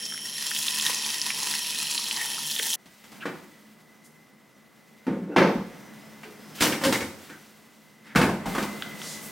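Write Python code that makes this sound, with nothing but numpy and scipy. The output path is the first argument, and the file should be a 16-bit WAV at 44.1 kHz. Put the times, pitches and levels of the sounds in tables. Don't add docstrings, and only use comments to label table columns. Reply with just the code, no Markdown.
import sys
import numpy as np
from scipy import signal
from scipy.fft import rfft, irfft, next_fast_len
from scipy.io import wavfile
from scipy.ndimage import uniform_filter1d, minimum_filter1d

SR = 44100
rng = np.random.default_rng(int(sys.argv[2]) if len(sys.argv) > 2 else 0)


def waveform_to_disk(signal):
    frames = np.transpose(np.atleast_2d(signal))
    scaled = np.clip(frames, -1, 1) * 32767
    samples = np.round(scaled).astype(np.int16)
    wavfile.write(sys.argv[1], SR, samples)


def invert_db(x):
    u = np.asarray(x, float) / 20
    return 10 ** u


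N = 410566
WHISK_END_S = 2.759

# (pitch [Hz], width [Hz], level [dB])
HUM_MODES = [(156.5, 8.2, 6.5), (213.5, 17, 6.5), (264, 24, -8), (404, 21, -18.5)]
# (frequency [Hz], gain [dB])
AIR_COLOUR = [(24, -77), (40, -69), (75, -55), (140, -12.5), (183, -5.5), (218, 4), (245, -6.5), (943, -13),
              (2080, -16), (4000, -34.5), (5200, -76.5), (8800, -120)]


def curve(table):
    s, *columns = np.transpose(table)
    return [np.interp(np.arange(N) / SR, s, c) for c in columns]


def unit(x):
    return x / np.sqrt(np.mean(x ** 2))


def colour(x, points):
    hz, db = np.transpose(points)
    size = next_fast_len(len(x), real=True)
    size += size % 2 * size
    f = np.fft.rfftfreq(size, 1 / SR) + 1
    gain = invert_db(np.interp(np.log(f), np.log(hz), db))
    return irfft(rfft(x, size) * gain, size)[:len(x)]


def ring(x, hz, width):
    return signal.lfilter(*signal.iirpeak(hz, hz / width, SR), x)


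def steep(x, hz, width):
    return ring(ring(x, hz, width), hz, width)


def glide(x, hz, width):
    spin = np.exp(2j * np.pi * np.cumsum(hz) / SR)
    pole = np.exp(-np.pi * width / SR)
    return 2 * np.real(spin * signal.lfilter([1 - pole], [1, -pole], x / spin))


def rings(x, modes):
    return sum(invert_db(db) * ring(x, hz, width) for hz, width, db in modes)


def walk(rate):
    k = int(SR / rate)
    held = np.repeat(rng.standard_normal(N // k + 1), k)
    return 1.47 * uniform_filter1d(uniform_filter1d(held, k), k)[:N]


def noise():
    return rng.standard_normal(N)


def blips(rows, cycles):
    out = np.zeros(N + SR)
    for s, db, hz in rows:
        shape = np.arange(int(9 * cycles * SR / hz)) * hz / SR / cycles
        envelope = np.e * shape * np.exp(-shape)
        out[int(s * SR):][:len(shape)] += invert_db(db) * envelope * np.sin(2 * np.pi * cycles * shape)
    return out[:N]


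def whisk(rate):
    contact = np.cumsum(rate * (1 + 0.0064 * walk(30))) / SR
    contact -= contact[int(2.63 * SR)]
    wobble = invert_db(6.3 * (.5 + .5 * np.cos(2 * np.pi * contact / 6)) ** 5)
    snap = np.r_[0, np.diff(np.floor(contact))] * np.sign(noise()) * invert_db(2.2 * noise())
    spark = (snap + .028 * noise()) * wobble ** .25
    return contact, wobble, spark


def motor(contact, spark, spray_db):
    t = np.arange(N) / SR
    opening_s, opening_fade_s, spin_up_s = 0.24, .012, .13
    opening = 1 / (1 + np.exp(np.clip((t - opening_s) / opening_fade_s, -30, 30)))
    start = np.exp(-(t / spin_up_s) ** 2)
    turn = (0.5 + np.exp(-(contact / 2 % 1) / 0.15)) * noise()
    upper_db = -44.5 - 14 * opening - 1.2 * t
    case_db = -41 - 2.0 * t + 6.5 * start
    case_hz = 5520 - 63 * start + 12 * walk(2)
    shaft_db = -45 + 3 * opening + 0.23 * (spray_db + 53.5)
    parts = [(-44, steep(spark, 10000, 520)), (upper_db, steep(spark, 11130, 380)),
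             (case_db, glide(turn, case_hz, 55)), (shaft_db, ring(turn, 3140, 50))]
    return sum(invert_db(db + .9 * walk(18)) * unit(part) for db, part in parts)


def churning(contact, wobble):
    draw = rng.random((9000, 3))
    bubbles = np.c_[WHISK_END_S * draw[:, 0], -3.2 * np.log(draw[:, 1] + .02), 2200 * 2 ** (2.6 * draw[:, 2])]
    fizz = unit(blips(bubbles, 1.8)[:int(WHISK_END_S * SR)])
    churn = wobble * invert_db(2.1 * walk(23.9)) * noise()
    churn[:len(fizz)] += 0.82 * fizz
    jolt_db, jolt_share = 5, .3
    jolt = np.exp(-(contact % 1) / jolt_share) + .5 * np.exp(-(contact / 2 % 1) / jolt_share)
    return churn * invert_db(jolt_db * jolt)


def froth(churn, froth_db):
    # (frequency [Hz], gain [dB])
    froth_colour = [(180, -42), (300, -6.5), (713, -42.5), (994, -12), (1360, -6), (1840, -4.5), (2340, -9),
                    (2600, 0.5), (3400, -0.5), (5610, 3.5), (6600, 0), (7150, -6), (7800, -2.5),
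                    (8900, -3.5), (10000, 4.5), (10600, -3), (12500, -10), (16000, -10.5)]
    # (pitch [Hz], width [Hz], level [dB])
    patches = [(2560, 90, -3), (3330, 150, -5), (3560, 99, -4), (4130, 90, 8.5), (4405, 64, 1),
               (4950, 110, -1), (5240, 68, -10), (6680, 190, -2.5), (7500, 230, 2), (9550, 130, -11.5)]
    body = unit(colour(churn, froth_colour))
    foam = sum(invert_db(db + 2.0 * walk(13.97)) * glide(churn, hz * (1 + 0.013 * walk(4.86)), width)
               for hz, width, db in patches)
    return invert_db(froth_db) * (body + 0.32 * unit(foam))


def spray(churn, wobble, spark, spray_db):
    # (frequency [Hz], gain [dB])
    spray_colour = [(3000, -48), (6000, 8), (9000, 5), (13000, 5), (16000, 3)]
    t = np.arange(N) / SR
    hiss = invert_db(spray_db + 1.13 * walk(9.9)) * unit(colour(churn + 3 * spark, spray_colour))
    surge = invert_db(-6.5) * unit(steep(churn, 3300, 1000))
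    thrown = invert_db(4 * t) * wobble ** 3 * churn
    fling = invert_db(-6) * unit(steep(thrown, 14200, 3200))
    return hiss + invert_db(spray_db) * (surge + fling)


def tub(churn, low_db, upper_db):
    # (multiple of the tub's pitch, width [Hz], level [dB])
    low_notes = [(.48, 93, -12), (.9, 59.5, -9.5), (0.999, 64, 5)]
    t = np.arange(N) / SR
    slosh = noise() + 0.72 * churn
    tub_hz = 1026 - 25.6 * t + 12 * walk(6.4)
    low = sum(invert_db(db + 1.0 * walk(22)) * glide(slosh, k * tub_hz, width) for k, width, db in low_notes)
    upper_gain = invert_db(upper_db + 2.5 * walk(22))
    upper_hz = 1885 * (1 - 0.0067 * t + 0.004 * walk(4.9))
    return invert_db(low_db) * unit(low) + upper_gain * unit(glide(slosh, upper_hz, 93))


def spits():
    # (time [s], peak of the blip's envelope [dB], pitch [Hz])
    bursts = [(0.033, -27, 5700), (.054, -19, 5800), (.123, -29, 1630), (0.144, -32, 1580),
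              (.177, -28.5, 2060), (.514, -22.5, 1790), (0.564, -16.5, 3250), (0.683, -12, 3560),
              (.798, -17, 3330), (.7, -23, 9100), (.753, -21, 8700), (.823, -17, 6970),
              (0.857, -27.5, 8500), (.947, -16.5, 6500), (.988, -20, 6300), (1.433, -20, 6600),
              (2.065, -21, 3080), (2.709, -16, 6000), (0.865, -13.5, 3560), (.896, -23, 980),
              (.897, -35, 490), (1.047, -17, 3730), (1.091, -27, 4193), (1.216, -12, 5360),
              (1.304, -14.5, 2430), (1.539, -22, 1840), (1.755, -20, 3280), (1.813, -20, 6050),
              (1.853, -26, 4000), (1.899, -24, 4000), (1.911, -17, 5900), (1.915, -17, 6200),
              (1.948, -18, 6300), (1.9785, -13.5, 4200), (1.978, -21, 2850), (1.991, -32, 1090),
              (2.022, -27, 3600), (1.9787, -25, 5760), (2.111, -15, 3000), (2.1113, -23, 4800),
              (2.164, -19.5, 4500), (2.166, -23, 5900), (2.381, -31.5, 1290), (2.503, -22, 3570),
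              (2.518, -20, 4500), (2.563, -17, 3270), (2.593, -16.5, 3280), (2.626, -18, 3300),
              (2.717, -25, 5500), (2.588, -20, 3130), (2.597, -19.5, 1880), (2.597, -31.5, 456),
              (2.694, -19, 7900), (2.733, -18.5, 3500)]
    out = blips(bursts, 1.01)
    t = np.arange(2205) / SR
    splash_db, splash_s = -10, 0.005
    for (s, db, hz), drops in zip(bursts, rng.standard_normal((len(bursts), len(t)))):
        splash = np.exp(-t / splash_s) * unit(steep(drops, hz, 0.38 * hz))
        out[int(s * SR):][:len(t)] += invert_db(db + splash_db) * splash
    return out


def frother():
    # (time [s], brush contacts [per s], froth [dB], spray [dB], tub's low note [dB], tub's upper note [dB])
    whisk_course = [(0, 165, -44, -56, -69, -46.5), (.22, 150, -48.5, -55, -66, -59),
                    (.4, 140, -37.5, -59, -57, -48), (.58, 152, -35.5, -39, -51.5, -49.5),
                    (.9, 152, -32.5, -55, -44, -42.5), (1.15, 150, -35.5, -54, -49.5, -46),
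                    (1.4, 142, -36, -61, -42.5, -46), (1.65, 155, -34.5, -50, -53.5, -49.5),
                    (2.0, 138, -35, -68, -50, -52.5), (2.25, 137, -37.5, -43, -43, -42.5),
                    (2.39, 137, -36.5, -53, -48, -48), (2.46, 149, -40.5, -38.5, -58, -44.5),
                    (2.62, 155, -39.5, -39, -52, -49), (2.76, 174, -37.5, -37, -50, -52)]
    rate, froth_db, spray_db, low_db, upper_db = curve(whisk_course)
    contact, wobble, spark = whisk(rate)
    whir = motor(contact, spark, spray_db)
    churn = churning(contact, wobble)
    milk = froth(churn, froth_db) + spray(churn, wobble, spark, spray_db)
    return whir + milk + tub(churn, low_db, upper_db) + spits()


def echo(x):
    # (band centre [Hz], time to fall by 60 dB [s])
    room = [(100, 0.66), (300, 0.44), (1000, 0.51), (3000, 0.081), (8000, 0.067), (14000, 0.61)]
    t = np.arange(SR // 2) / SR
    tail = sum(ring(rng.standard_normal(len(t)), hz, hz) * invert_db(-60 * t / t60) for hz, t60 in room)
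    tail *= np.minimum(t / 0.0051, 1)
    return signal.fftconvolve(x, tail / np.sqrt(np.sum(tail ** 2)))[:N]


def compressor_whine():
    # (pitch [Hz], level [dB])
    whine_tones = [(1960, -1), (2008, 1), (2056, 0), (2104, -13)]
    t = np.arange(N) / SR
    return sum(invert_db(db + 2.5 * walk(25) + 2 * walk(4)) * np.sin(2 * np.pi * hz * t + 1.1 * walk(30))
               for hz, db in whine_tones)


def thin_tones():
    # (pitch [Hz], width [Hz], level [dB])
    breathy_bands = [(5900, 59, -81), (5130, 70, -85), (14890, 60, -96)]
    # (time [s], level [dB])
    thin_course = [(2.7, -8), (3.3, 0), (5.2, 0), (5.6, 13), (6.5, 13), (7.2, 6), (8, -1), (9.31, 10)]
    thin = sum(invert_db(db + 4 * walk(10)) * unit(ring(noise(), hz, width)) for hz, width, db in breathy_bands)
    return invert_db(curve(thin_course)[0]) * thin


def room_tone():
    hum = invert_db(-61.5 + 1.0 * walk(8.2)) * unit(rings(noise(), HUM_MODES))
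    air = invert_db(-59.5) * unit(colour(noise(), AIR_COLOUR))
    return hum + air


def rustle(treble_db):
    # (start [s], length [s], level [dB])
    swishes = [(6.547, 0.08, -45), (6.6, 0.063, -27), (6.811, 0.15, -38.5), (7.18, 0.086, -55.5),
               (8.455, 0.16, -44.5), (7.295, 0.043, -63.5)]
    # (frequency [Hz], gain [dB])
    rustle_colour = [(1500, 9), (3000, 10), (5000, 7), (8000, 4.5), (12000, 2), (16000, 3.5)]
    t = np.arange(N) / SR
    rise_s, fall_s = 0.01, 0.042
    swish = sum(invert_db(db) * np.clip((t - s) / rise_s, 0, 1) * np.exp(-np.maximum(t - s - length_s, 0) / fall_s)
                for s, length_s, db in swishes)
    return (invert_db(treble_db) + swish) * invert_db(0.76 * walk(49)) * unit(colour(noise(), rustle_colour))


def kitchen():
    # (time [s], lift of the room tone [dB], level of the steady rustle [dB], lift of the whine [dB])
    kitchen_course = [(2.7, 1.5, -99, -78), (2.8, -0.5, -62, -67), (2.97, -4, -55.5, -67),
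                      (3.3, 14.5, -53.5, -65), (3.55, 1.5, -58, -65), (3.8, 1, -61.5, -70),
                      (4.05, 0.5, -62, -65), (4.4, -0.5, -64, -72), (4.95, 0.5, -61.5, -65),
                      (5.3, 3, -64, -74), (5.6, 6, -56.5, -76), (5.73, 11.5, -55, -62), (6.2, 7, -55, -65),
                      (6.58, 10.5, -53, -70), (7.15, 10, -57, -72), (7.45, 2, -55, -70),
                      (7.95, -0.5, -60.5, -68), (8.38, 14, -63, -60), (8.5, 21, -49, -49),
                      (8.8, 16.5, -45.5, -52), (9.31, 11.5, -46.5, -53)]
    room_db, treble_db, whine_db = curve(kitchen_course)
    whine = invert_db(whine_db) * compressor_whine()
    thin = thin_tones()
    return invert_db(room_db) * room_tone() + thin + whine + rustle(treble_db)


def struck(body, share, draws):
    return [(hz * (1 + share * z), np.log(1000) / np.pi / t60, db) for (hz, db, t60), z in zip(body, draws)]


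def knocks():
    # (time [s], thud drive [dB], favoured thud pitch [Hz], clack [dB over the thud drive],
    #  favoured clack pitch [Hz], crack [dB over the thud drive])
    blows = [(2.857, -45, 213, -9, 1200, -3), (3.039, -57.5, 205, -13, 1210, 12.5),
             (3.117, -46, 234, -1, 1200, 2.5), (3.254, -25, 345, -1, 1440, -14),
             (3.258, -33, 205, 0, 1840, -22), (5.066, -23.5, 255, -8.5, 1300, -23.5),
             (5.078, -16, 252, -16.5, 1100, -44), (5.107, -16.5, 208, -39, 900, -50),
             (5.125, -32, 460, -17, 900, -40), (5.159, -28.5, 387, -37, 900, -43),
             (5.217, -24.5, 201, -44, 900, -44), (5.361, -13, 350, 3.5, 1040, -18),
             (5.364, -25, 463, 10.5, 2680, -10), (5.378, -9.5, 205, -5, 1500, -27),
             (5.39, -15, 405, -11, 2300, -23), (5.414, -14.5, 470, 1, 855, -33),
             (5.425, -17, 503, -6, 2780, -29), (5.47, -23, 460, -6.5, 2900, -26),
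             (5.444, -13.5, 220, -11, 1500, -37), (5.49, -23, 330, -4, 900, -30),
             (5.524, -32.5, 466, -3, 1400, -29), (5.554, -18.5, 204, -41, 900, -43),
             (6.231, -46, 214, 10, 2300, 0), (6.606, -21, 264, -5.5, 1900, 4),
             (6.619, -20, 264, -3.5, 1600, 7), (6.645, -18, 272, -8.5, 1500, -18),
             (6.665, -19, 296, -5, 2200, -17), (6.695, -23.5, 277, -7, 1500, -10),
             (6.722, -21.5, 275, -0.5, 2400, -10), (6.811, -40, 258, 11, 1300, 1),
             (6.836, -26, 264, 2, 1250, 5.5), (6.848, -18, 274, -12, 1250, 0),
             (6.865, -18.5, 265, -14, 1200, -12), (6.888, -16, 282, -16, 1240, -14),
             (6.924, -23, 276, -2, 2100, 4.5), (6.955, -30.5, 295, 1.5, 2070, -15),
             (7.005, -26, 323, 0, 2080, -5), (7.298, -40, 304, -9, 1600, -4),
             (8.048, -56, 288, -5, 2000, 0), (8.065, -50, 288, -1, 1900, -2),
             (8.149, -36, 300, 12, 1310, 1), (8.157, -9.5, 188, -2.5, 1800, -9.5),
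             (8.169, -12, 140, -40, 900, -41), (8.185, -21, 447, 2.5, 1200, -8),
             (8.212, -14.5, 244, -0.5, 1920, -9.5), (8.236, -18, 337, -1.5, 900, -15),
             (8.287, -19.5, 173, -2, 900, -31), (8.456, -28.5, 198.6, 1.5, 1000, -7.5),
             (8.478, -19.5, 205, -25, 900, -34), (8.549, -30, 219, 3, 1100, -1),
             (8.58, -23, 280, 1.5, 1280, -6.5), (8.625, -24.5, 261, -4, 1100, -4.5)]
    # (pitch [Hz], gain [dB], time to fall by 60 dB [s])
    panel_modes = [(144.3, -11, 0.52), (184.5, -4.5, 0.37), (205, 1.5, 0.22), (259.5, 1, 0.15),
                   (280, -2, 0.51), (298, 3.5, 0.093), (349.2, 2, 0.13), (386, 2, 0.079), (463, 7, 0.11),
                   (502, 5.5, 0.065), (542, -6, 0.32)]
    # (pitch [Hz], gain [dB], time to fall by 60 dB [s])
    plastic_modes = [(686, -1.5, 0.024), (760, -5.5, 0.054), (830, -0.5, 0.043), (900, 2, 0.033),
                     (1044, -1.5, 0.029), (1174, -4.5, 0.014), (1290, -3, 0.028), (1497, 0, 0.032),
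                     (1573, -9, 0.042), (1750, -0.5, 0.01), (2007, -4.5, 0.023), (2100, -7.5, 0.015),
                     (2302, -5, 0.016), (2660, -0.5, 0.058), (3000, -8.5, 0.036), (3250, -31, 0.044)]
    thud, clack, crack, shudder = np.zeros((4, N + 22050))
    t = np.arange(22050) / SR
    rattle_s, rattle_rise_s, push_s, shudder_s, shudder_rise_s = 0.027, 0.0018, 0.002, 0.044, 0.064
    rattle = np.exp(-t / rattle_s) * np.minimum(t / rattle_rise_s, 1)
    push = invert_db(1) * t / push_s * np.exp(1 - t / push_s)
    after = np.exp(-t / shudder_s) * (1 - np.exp(-t / shudder_rise_s))
    shakes = rng.standard_normal((len(blows), 4, len(t)))
    for (s, db, hz, clack_db, clack_hz, crack_db), shake in zip(blows, shakes):
        at = slice(int(s * SR), int(s * SR) + len(t))
        panel = struck(panel_modes, .008, shake[-1])
        plastic = struck(plastic_modes, .016, shake[-1])
        blow = invert_db(db) * (0.7 * rattle * shake[0] + push)
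        thud[at] += rings(steep(blow, hz, 0.61 * hz), panel)
        clatter = invert_db(db + clack_db) * rattle * shake[1]
        clack[at] += rings(ring(clatter, clack_hz, 0.87 * clack_hz), plastic)
        crack[at] += invert_db(db + crack_db) * rattle * shake[2]
        shudder[at] += (invert_db(db) * after) ** 2
    thud = colour(thud, [(60, -23), (150, -1.5), (600, 2.0)])
    clack = colour(clack, [(300, 28), (650, 1.5), (3000, -3.5), (6000, 2.5), (16000, -60)])
    crack = colour(crack, [(600, -2.5), (1500, -2.0), (3000, -4.0), (8000, -10.5), (16000, -20.5)])
    out = invert_db(17.0) * thud + invert_db(9.5) * clack + invert_db(5.5) * crack
    loose = invert_db(-16.5) * unit(colour(noise(), AIR_COLOUR)) + invert_db(-14) * unit(rings(noise(), HUM_MODES))
    return out[:N] + np.sqrt(shudder[:N]) * loose


def squeaks():
    # (time of the middle [s], half length [s], pitch [Hz], width [Hz], level [dB])
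    slips = [(3.219, 0.012, 2660, 820, -42.5), (3.236, 0.018, 1510, 453.6, -38.5),
             (5.51, .05, 14400, 600, -60), (7.3, 0.012, 2400, 110, -50), (7.2, 0.025, 1380, 200, -65),
             (6.845, 0.0088, 4350, 270, -35), (6.63, .02, 5900, 200, -33), (8.1, 0.046, 1800, 1300, -50),
             (4.059, 0.018, 7900, 9400, -56), (5.318, 0.039, 330, 260, -35), (5.335, .025, 850, 200, -53),
             (5.338, .025, 2670, 250, -57), (6.29, 0.051, 414, 60, -45.5), (6.572, 0.032, 3120, 70, -50),
             (6.595, .014, 1800, 3519, -42), (6.865, 0.031, 546, 55, -26), (6.955, 0.011, 2110, 270, -29),
             (7.327, 0.035, 1600, 830, -49), (8.57, 0.021, 1169, 456, -32), (5.333, 0.03, 1470, 260, -49.5),
             (9.092, 0.092, 5700, 7100, -40.5), (9.254, 0.04, 10500, 9700, -45.5)]
    out = np.zeros(N + SR)
    t = np.arange(-8820, 8820) / SR
    for (s, half_s, hz, width, db), slip in zip(slips, rng.standard_normal((len(slips), len(t)))):
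        swell = np.exp(-np.abs(t / half_s) ** 3)
        out[int(s * SR) - len(t) // 2:][:len(t)] += invert_db(db) * swell * unit(steep(slip, hz, width))
    return out[:N]


def booms():
    # (time [s], peak of the envelope [dB], pitch [Hz])
    thumps = [(5.069, -46, 50), (5.359, -42, 50), (5.554, -40, 44.8), (6.615, -31, 100), (6.85, -32, 111),
              (7.019, -37.5, 94), (8.157, -26, 45.3), (8.214, -30, 81), (8.24, -33, 110), (8.299, -45, 45),
              (8.455, -33, 40.3), (8.549, -42, 40), (8.619, -46, 40.3)]
    return blips(thumps, .75)


def ticks():
    # (time [s], peak of the envelope [dB], pitch [Hz])
    tick_rows = [(7.3, -37, 1600), (8.551, -20, 1300), (8.823, -17.5, 3320), (8.8235, -23, 1500),
                 (8.87, -35, 3800), (9.017, -24, 3220), (9.0175, -31.5, 1500)]
    return blips(tick_rows, .9)


def scene():
    # (frequency [Hz], gain [dB])
    side_colour = [(60, -5), (200, -11), (500, -6), (1000, -10), (2500, -16), (5000, -15.5), (9000, -12.5),
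                   (15000, -17.5)]
    # (frequency [Hz], gain [dB])
    knock_side_colour = [(60, -41), (250, -30), (600, -18.5), (1500, -14), (5000, -7.5), (12000, -14.5)]
    near = frother()
    far = knocks() + squeaks() + booms() + ticks()
    running = np.clip((WHISK_END_S - np.arange(N) / SR) / .004, 0, 1)
    louder = invert_db(4.5 * running)
    mid = running * (near + invert_db(-8.5) * echo(near)) + far + invert_db(-4.5) * echo(far) + louder * kitchen()
    side = colour(running * echo(near) + louder * kitchen(), side_colour)
    side += colour(echo(far), knock_side_colour)
    return mid + side * np.array([[1], [-1]])


def band_limit(x):
    return signal.sosfilt(signal.butter(12, 16850, fs=SR, output="sos"), x)


def record(dry):
    thin = signal.sosfilt(signal.butter(2, 70., "high", fs=SR, output="sos"), dry)
    peak = -minimum_filter1d(-np.abs(thin).max(axis=0), size=1101)
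    smooth_peak = uniform_filter1d(peak, size=551) + 1e-9
    gain = np.minimum(invert_db(-5) / smooth_peak, 1) ** .7
    cut = signal.sosfilt(signal.ellip(8, .2, 70, 15900, fs=SR, output="sos"), gain * thin)
    return band_limit(cut)


dry = scene()
out = record(dry)
waveform_to_disk(out)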